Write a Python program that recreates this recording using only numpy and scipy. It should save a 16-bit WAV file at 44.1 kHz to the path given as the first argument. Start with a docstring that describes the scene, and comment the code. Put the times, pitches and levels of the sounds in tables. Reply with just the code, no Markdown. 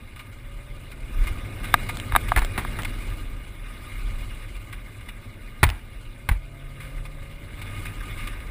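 """Rough ride in a small car

A car is driven hard over dirt and grass, heard from inside a closed plastic housing on a mount.
Bumpy ground shakes the cabin, the engine pulls faintly, and grit and loose trim rattle the housing.
In the ruts the mount clacks against its stop and the suspension bottoms out with heavy thumps."""
import sys
import numpy as np
from scipy import signal
from scipy.fft import rfft, irfft, next_fast_len
from scipy.io import wavfile

SR = 44100
rng = np.random.default_rng(int(sys.argv[2]) if len(sys.argv) > 2 else 0)


def to_wav(s):
    """Save 16-bit WAV."""
    ch = np.atleast_2d(s).T  # columns
    pcm = np.round(np.clip(ch, -1, 1) * 32767)  # PCM
    wavfile.write(sys.argv[1], SR, pcm.astype(np.int16))


N = 374850
TIME = np.arange(N) / SR

# the engine pulls, sags in a long turn and pulls again: (time [s], firing rate [Hz], level [dB])
ENGINE_CURVE = [(0, 114, -51.5), (.75, 129.2, -47.5), (1.5, 148, -56), (2.2, 135, -52), (3, 112, -64),
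                (3.6, 124, -67.5), (5.5, 113, -48.5), (6, 118, -54.5), (6.45, 133, -45.5), (7, 141, -43.5),
                (7.5, 153, -51), (7.9, 159, -49.5), (8.5, 152, -68)]
# pitches at which the plastic housing rings: (pitch [Hz], width [Hz], level [dB])
HOUSING_RINGS = [(850, 970, -10), (1230, 38.4, 4), (1435, 93, 0.5), (1504, 523, -0.5), (2143, 115, 5),
                 (2434, 170, -1), (2860, 115, -1.5), (3490, 237, -7.5), (3897, 224, -8),
                 (4860, 1200, -20.5), (8100, 67, -39.5), (8440, 1700, -17.5), (9410, 85, -8.5),
                 (9800, 290, -12), (10990, 67, -20.5), (13800, 270, -12), (13900, 130, -32),
                 (14360, 210, -18.5)]
# tone colour of a crash and of a tick: (frequency [Hz], level [dB])
CRASH_COLOUR = [(150, 8.5), (350, 2.5), (520, -4.5), (850, 9), (1400, 5), (2200, 8), (3000, -6),
                (3800, -6.5), (6000, -25), (8300, -14.5), (10000, -5.5), (12000, -21), (14300, -9.5),
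                (16000, -12.5)]
TICK_COLOUR = [(500, -5.5), (1800, -6), (3400, -2.5), (6000, -22), (8600, -10), (12000, -34), (15000, -11)]


def from_db(db):
    """Turn decibels into a volume factor."""
    return 10 ** (np.asarray(db) / 20)


def rms_one(x):
    """Scale a signal to an average power of 1."""
    return x / np.sqrt(np.mean(x ** 2) + 1e-20)


def in_time(rows):
    """Join timed rows with straight lines, giving one curve per value column."""
    times, *columns = np.transpose(rows)
    return [np.interp(TIME, times, column) for column in columns]


def drift(rate_hz, size=4096):
    """A smooth random wobble of about 1 either way, mostly slower than rate_hz."""
    hz = np.arange(size // 2 + 1) * SR / N
    spectrum = rfft(rng.standard_normal(size)) / (1 + (hz / rate_hz) ** 2)
    return np.interp(TIME, np.linspace(0, TIME[-1], size), rms_one(irfft(spectrum, size)))


def colour(x, points):
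    """Filter a sound to follow points of (frequency [Hz], level [dB])."""
    size = 2 * next_fast_len(len(x))
    hz = np.maximum(np.arange(size // 2 + 1) * SR / size, 1)
    point_hz, db = np.transpose(points)
    gain = from_db(np.interp(np.log(hz), np.log(point_hz), db))
    # minimum phase: nothing rings before the hit that causes it
    cepstrum = irfft(np.log(gain))
    cepstrum[1:size // 2] *= 2
    cepstrum[size // 2 + 1:] = 0
    return irfft(rfft(x, size) * np.exp(rfft(cepstrum)))[:len(x)]


def resonate(x, rings):
    """Let a sound ring at several pitches, added with alternating signs."""
    out = 0
    for k, (hz, width, db) in enumerate(rings):
        r = np.exp(-np.pi * width / SR)
        poles = [1, -2 * r * np.cos(2 * np.pi * hz / SR), r * r]
        ring = (1 - r * r) / 2 * signal.lfilter([1, 0, -1], poles, x + 1e-18)
        out += (-1) ** k * from_db(db) * ring
    return out


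def rising(seconds):
    """A soft start that climbs from 0 towards 1."""
    return 1 - np.exp(-TIME[:SR // 3] / seconds)


def dying(t60):
    """A fade that falls 60 dB in t60 seconds, cut to a third of a second."""
    return np.exp(-np.log(1000) * TIME[:SR // 3] / t60)


def tone(hz, t60):
    """One pure note, struck and left to fade."""
    return np.sin(2 * np.pi * hz * TIME[:SR // 3]) * dying(t60)


def burst(shape, points):
    """A puff of noise with the given loudness shape and tone colour."""
    return colour(shape * rng.standard_normal(len(shape)), points)


def add(track, time_s, sound, peak_db):
    """Lay a sound into the track at its time and peak level."""
    start = int(time_s * SR)
    part = sound[:N - start]
    track[start:start + len(part)] += from_db(peak_db) * part / np.abs(part).max()


def contacts(per_s, spread_db, size=N):
    """Tiny hits at random moments; spread_db makes their strength uneven."""
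    strength = from_db(spread_db * np.minimum(rng.exponential(1, size), 4))
    return (rng.random(size) < per_s / SR) * strength * rng.choice([-1, 1], size)


def roughness(usual_db=-47):
    """How much rougher than usual the ground is, in dB."""
    # the ground under the tyres: (time [s], roughness [dB])
    ground = [(0.0, -50), (0.5, -49.5), (1.16, -45.5), (1.32, -42), (1.82, -38), (2.29, -40.5), (2.72, -38),
              (3.43, -46.5), (4.26, -46), (4.71, -47), (6.44, -50.5), (6.84, -48.5), (7.29, -48.5),
              (7.84, -43), (8.05, -44), (8.5, -45.5)]
    return in_time(ground)[0] - usual_db


def heave():
    """Each hump lifts the body on its springs: a swell of extra shake, in dB."""
    # humps in the ground: (time [s], half length [s], extra shake [dB])
    humps = [(1.233, 0.14, 12.5), (2.221, .1, 6), (3.16, .18, 5), (4.155, .17, 7.5), (6.961, .07, 5),
             (7.776, .1, 2.5), (8.5, 0.24, 5)]
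    return sum(db * np.exp(-((TIME - time_s) / half_s) ** 2) for time_s, half_s, db in humps)


def spray_level(usual_db=-49.5, ease_s=0.04):
    """The level of flying dirt in dB: higher on rough ground, over humps and in slides."""
    # hard turns where sliding tyres throw dirt: (start [s], end [s], extra spray [dB])
    slides = [(1.578, 3.264, 2), (3.644, 4.66, 2.5), (7.552, 8.367, 4)]
    sliding_db = sum(db * np.clip(np.minimum(TIME - start, end - TIME) / ease_s, 0, 1)
                     for start, end, db in slides)
    return usual_db + 0.7 * roughness() + 0.25 * heave() + sliding_db


def whine(panel_hz=563, panel_width_hz=62, waver=0.00484, flutter_db=3.5):
    """Parts turning with the engine sing faintly as they pass the pitch at which a panel rings."""
    # whining parts: (multiple of the firing rate, level relative to the engine [dB])
    parts = [(3.75, -6.5), (4, -17), (4.5, -9.5)]
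    firing_hz, level_db = in_time(ENGINE_CURVE)
    cycles = np.cumsum(firing_hz * (1 + waver * drift(6.25))) / SR
    out = 0
    for multiple, db in parts:
        response = 1 / (1 + (2 * (multiple * firing_hz - panel_hz) / panel_width_hz) ** 2)
        out += from_db(db) * response * np.sin(2 * np.pi * multiple * cycles)
    return from_db(level_db + flutter_db * drift(4.4)) * out


def engine(waver=0.0043):
    """The firing engine hums; each of its tones swells near a pitch at which the cabin rings."""
    # engine tones: (multiple of the firing rate, level [dB])
    engine_tones = [(1, 2), (2, -15), (2.5, -40), (3, -19.5), (4, -28), (5, -23)]
    # pitches at which the cabin rings: (pitch [Hz], width [Hz], boost [dB])
    cabin_rings = [(229.9, 9.6, 12.5), (673, 27, 11)]
    firing_hz, level_db = in_time(ENGINE_CURVE)
    cycles = np.cumsum(firing_hz * (1 + waver * drift(25))) / SR
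    out = 0
    for multiple, db in engine_tones:
        lift_db = sum(boost / (1 + (2 * (multiple * firing_hz - hz) / width) ** 2)
                      for hz, width, boost in cabin_rings)
        out += from_db(db + lift_db) * np.sin(2 * np.pi * (multiple * cycles + rng.random()))
    return from_db(level_db) * out


def road(usual_shake_db=-37.5, usual_roar_db=-43.5):
    """Rough ground shakes the body on its springs, and the tyres roar through the floor."""
    # tone colour of the deep shake and of the tyre roar: (frequency [Hz], level [dB])
    shake_colour = [(10, -28.5), (22, -5.5), (34, 3.5), (44, -3.5), (60, -11), (80, -13.5), (160, -62)]
    roar_colour = [(55, -31.5), (78, -5.5), (102, 5.5), (130, -9), (190, -13.5), (240, -10.5), (330, -14),
                   (480, -22), (540, -18), (780, -27), (1500, -28.5), (5000, -84)]
    rough_db, heave_db = roughness(), heave()
    shake = rms_one(colour(rng.standard_normal(N), shake_colour))
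    roar = rms_one(colour(rng.standard_normal(N), roar_colour))
    return (shake * from_db(usual_shake_db + 0.81 * rough_db + heave_db)
            + roar * from_db(usual_roar_db + 0.99 * rough_db + 0.23 * heave_db))


def grit(flicker_db=2.0, sand_db=-22):
    """Countless tiny hits, clumped by the bumps, ring the housing; sand grains tick on top."""
    bumps = from_db(1.1 * drift(28))
    spray = contacts(per_s=8000, spread_db=2.0) * bumps
    buzz = sum((-1) ** k * resonate(spray * from_db(flicker_db * drift(18)), [ring])
               for k, ring in enumerate(HOUSING_RINGS))
    sand = colour(contacts(per_s=130, spread_db=2.0) * bumps, TICK_COLOUR)
    return from_db(spray_level()) * (rms_one(buzz) + from_db(sand_db) * rms_one(sand))


def shudders(count=12, above_spray_db=13, spread_db=4.5, t60=0.066):
    """Pick extra rattles at random, likelier and stronger where more dirt flies."""
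    spray_db = spray_level()
    odds = np.cumsum(from_db(spray_db) ** 2)
    times = np.interp(rng.random(count), odds / odds[-1], TIME)
    levels = np.interp(times, TIME, spray_db) + above_spray_db + spread_db * rng.standard_normal(count)
    return [(time_s, db, t60) for time_s, db in zip(times, levels)]


def rattles(boost_db=1.0, vary_db=0.5, rise_s=0.0034):
    """Jolts shake loose trim into flurries of hits, each ringing the housing a little differently."""
    # jolts to the trim: (time [s], level [dB], fade time [s])
    jolts = [(0.158, -34.5, 0.095), (0.19, -32, 0.12), (0.912, -36.5, 0.091), (1.266, -32, 0.13),
             (1.629, -29.5, 0.52), (1.888, -21.5, 0.053), (2.847, -20, 0.032), (4.725, -27.5, 0.066),
             (6.797, -33.5, 0.54), (7.05, -31, 0.038), (7.614, -29.5, 0.064), (7.759, -31.5, 0.1),
             (7.862, -29, 0.038), (8.172, -32, 0.51), (8.4, -32, .09)]
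    out = np.zeros(N)
    for time_s, db, t60 in jolts + shudders():
        shape = dying(t60) * rising(rise_s)
        rings = [(hz, width, ring_db + vary_db * rng.standard_normal())
                 for hz, width, ring_db in HOUSING_RINGS]
        flurry = shape * contacts(per_s=2100, spread_db=0.0, size=len(shape))
        add(out, time_s, resonate(flurry, rings), db + boost_db)
    return out


def ticks(t60=0.0092):
    """Small stones and other hard hits make bright ticks that die within milliseconds."""
    # hard hits: (time [s], peak [dB])
    hits = [(1.971, -18), (1.9997, -15.5), (2.392, -15.5), (2.4481, -14.5), (2.821, -20), (2.8337, -17.5),
            (5.635, -7.5), (5.6399, -0.5), (5.667, -20), (5.6909, -14), (5.701, -16.5)]
    out = np.zeros(N)
    for time_s, db in hits:
        add(out, time_s, burst(dying(t60), TICK_COLOUR), db)
    return out


def clacks(vary_db=0.5, rise_s=0.00064, crack_t60=0.029, crack_db=-13):
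    """The mount hits its stop with a sharp crack and rings briefly."""
    # notes of the struck mount: (pitch [Hz], level [dB], fade time [s])
    mount_notes = [(712, -14.5, 0.028), (935, -5, 0.013), (1210, -3.5, 0.019), (1637, -5, 0.015),
                   (2125, -6, 0.0077), (2770, -4, 0.0028), (3760, -10.5, 0.011), (8270, -13.5, 0.0084),
                   (10650, -13, 0.011), (13900, -10, 0.008)]
    # knocks against the stop: (time [s], peak of the ring [dB], brightness [dB per octave])
    knocks = [(1.7406, 2.5, 0), (1.896, -21, -5), (2.122, -17, 0), (2.1510, -4.5, -3.5), (2.1616, 0.5, 1),
              (2.3186, -5.5, -7.5), (2.649, -18.5, -1.5)]
    out, onset = np.zeros(N), rising(rise_s)
    for time_s, db, brightness in knocks:
        ring = 0
        for k, (hz, note_db, t60) in enumerate(mount_notes):
            strength = from_db(note_db + brightness * np.log2(hz) - vary_db * rng.standard_normal())
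            ring += (-1) ** k * strength * tone(hz, t60)
        add(out, time_s, onset * ring, db)
        add(out, time_s, burst(onset * dying(crack_t60), CRASH_COLOUR), db + crack_db)
    return out


def thumps(body_t60=0.21, rise_s=0.0016, panel_ratio=1.39, panel_t60=0.15, panel_db=-7):
    """The suspension bottoms out: loose things crash, the body booms and its panels ring higher."""
    # blows: (time [s], crash peak [dB], crash fade time [s], thump peak [dB], thump pitch [Hz])
    blows = [(2.135, -24.5, 0.076, -15, 37.5), (2.3619, -8, 0.039, -13, 55.6), (2.373, -9, 0.11, -12, 34.2),
             (2.4186, -18.5, 0.12, -14, 34), (2.578, -13, 0.11, -29.5, 66), (2.788, -18, 0.093, -30.5, 60),
             (5.6301, -3, 0.067, -6.5, 83), (5.67, -27.5, 0.43, -12, 47.7), (6.2892, -10, 0.039, -16, 84.6),
             (6.313, -25, 0.14, -9, 45)]
    out = np.zeros(N)
    for time_s, crash_db, crash_t60, thump_db, hz in blows:
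        add(out, time_s, burst(dying(crash_t60), CRASH_COLOUR), crash_db)
        boom = tone(hz, body_t60) + from_db(panel_db) * tone(panel_ratio * hz, panel_t60)
        add(out, time_s, rising(rise_s) * boom, thump_db)
    return out


def scene():
    """Everything reaches one microphone inside the housing."""
    return (engine() + whine() + road() + grit() + rattles() + ticks() + clacks() + thumps())[None]


def record(dry, ceiling=0.92, cutoff_hz=15300):
    """The hardest knocks overload, and the highest treble is cut away."""
    treble_cut = signal.ellip(10, .1, 70, cutoff_hz, fs=SR, output="sos")
    return signal.sosfilt(treble_cut, np.clip(dry, -ceiling, ceiling))


dry = scene()
out = record(dry)
to_wav(out)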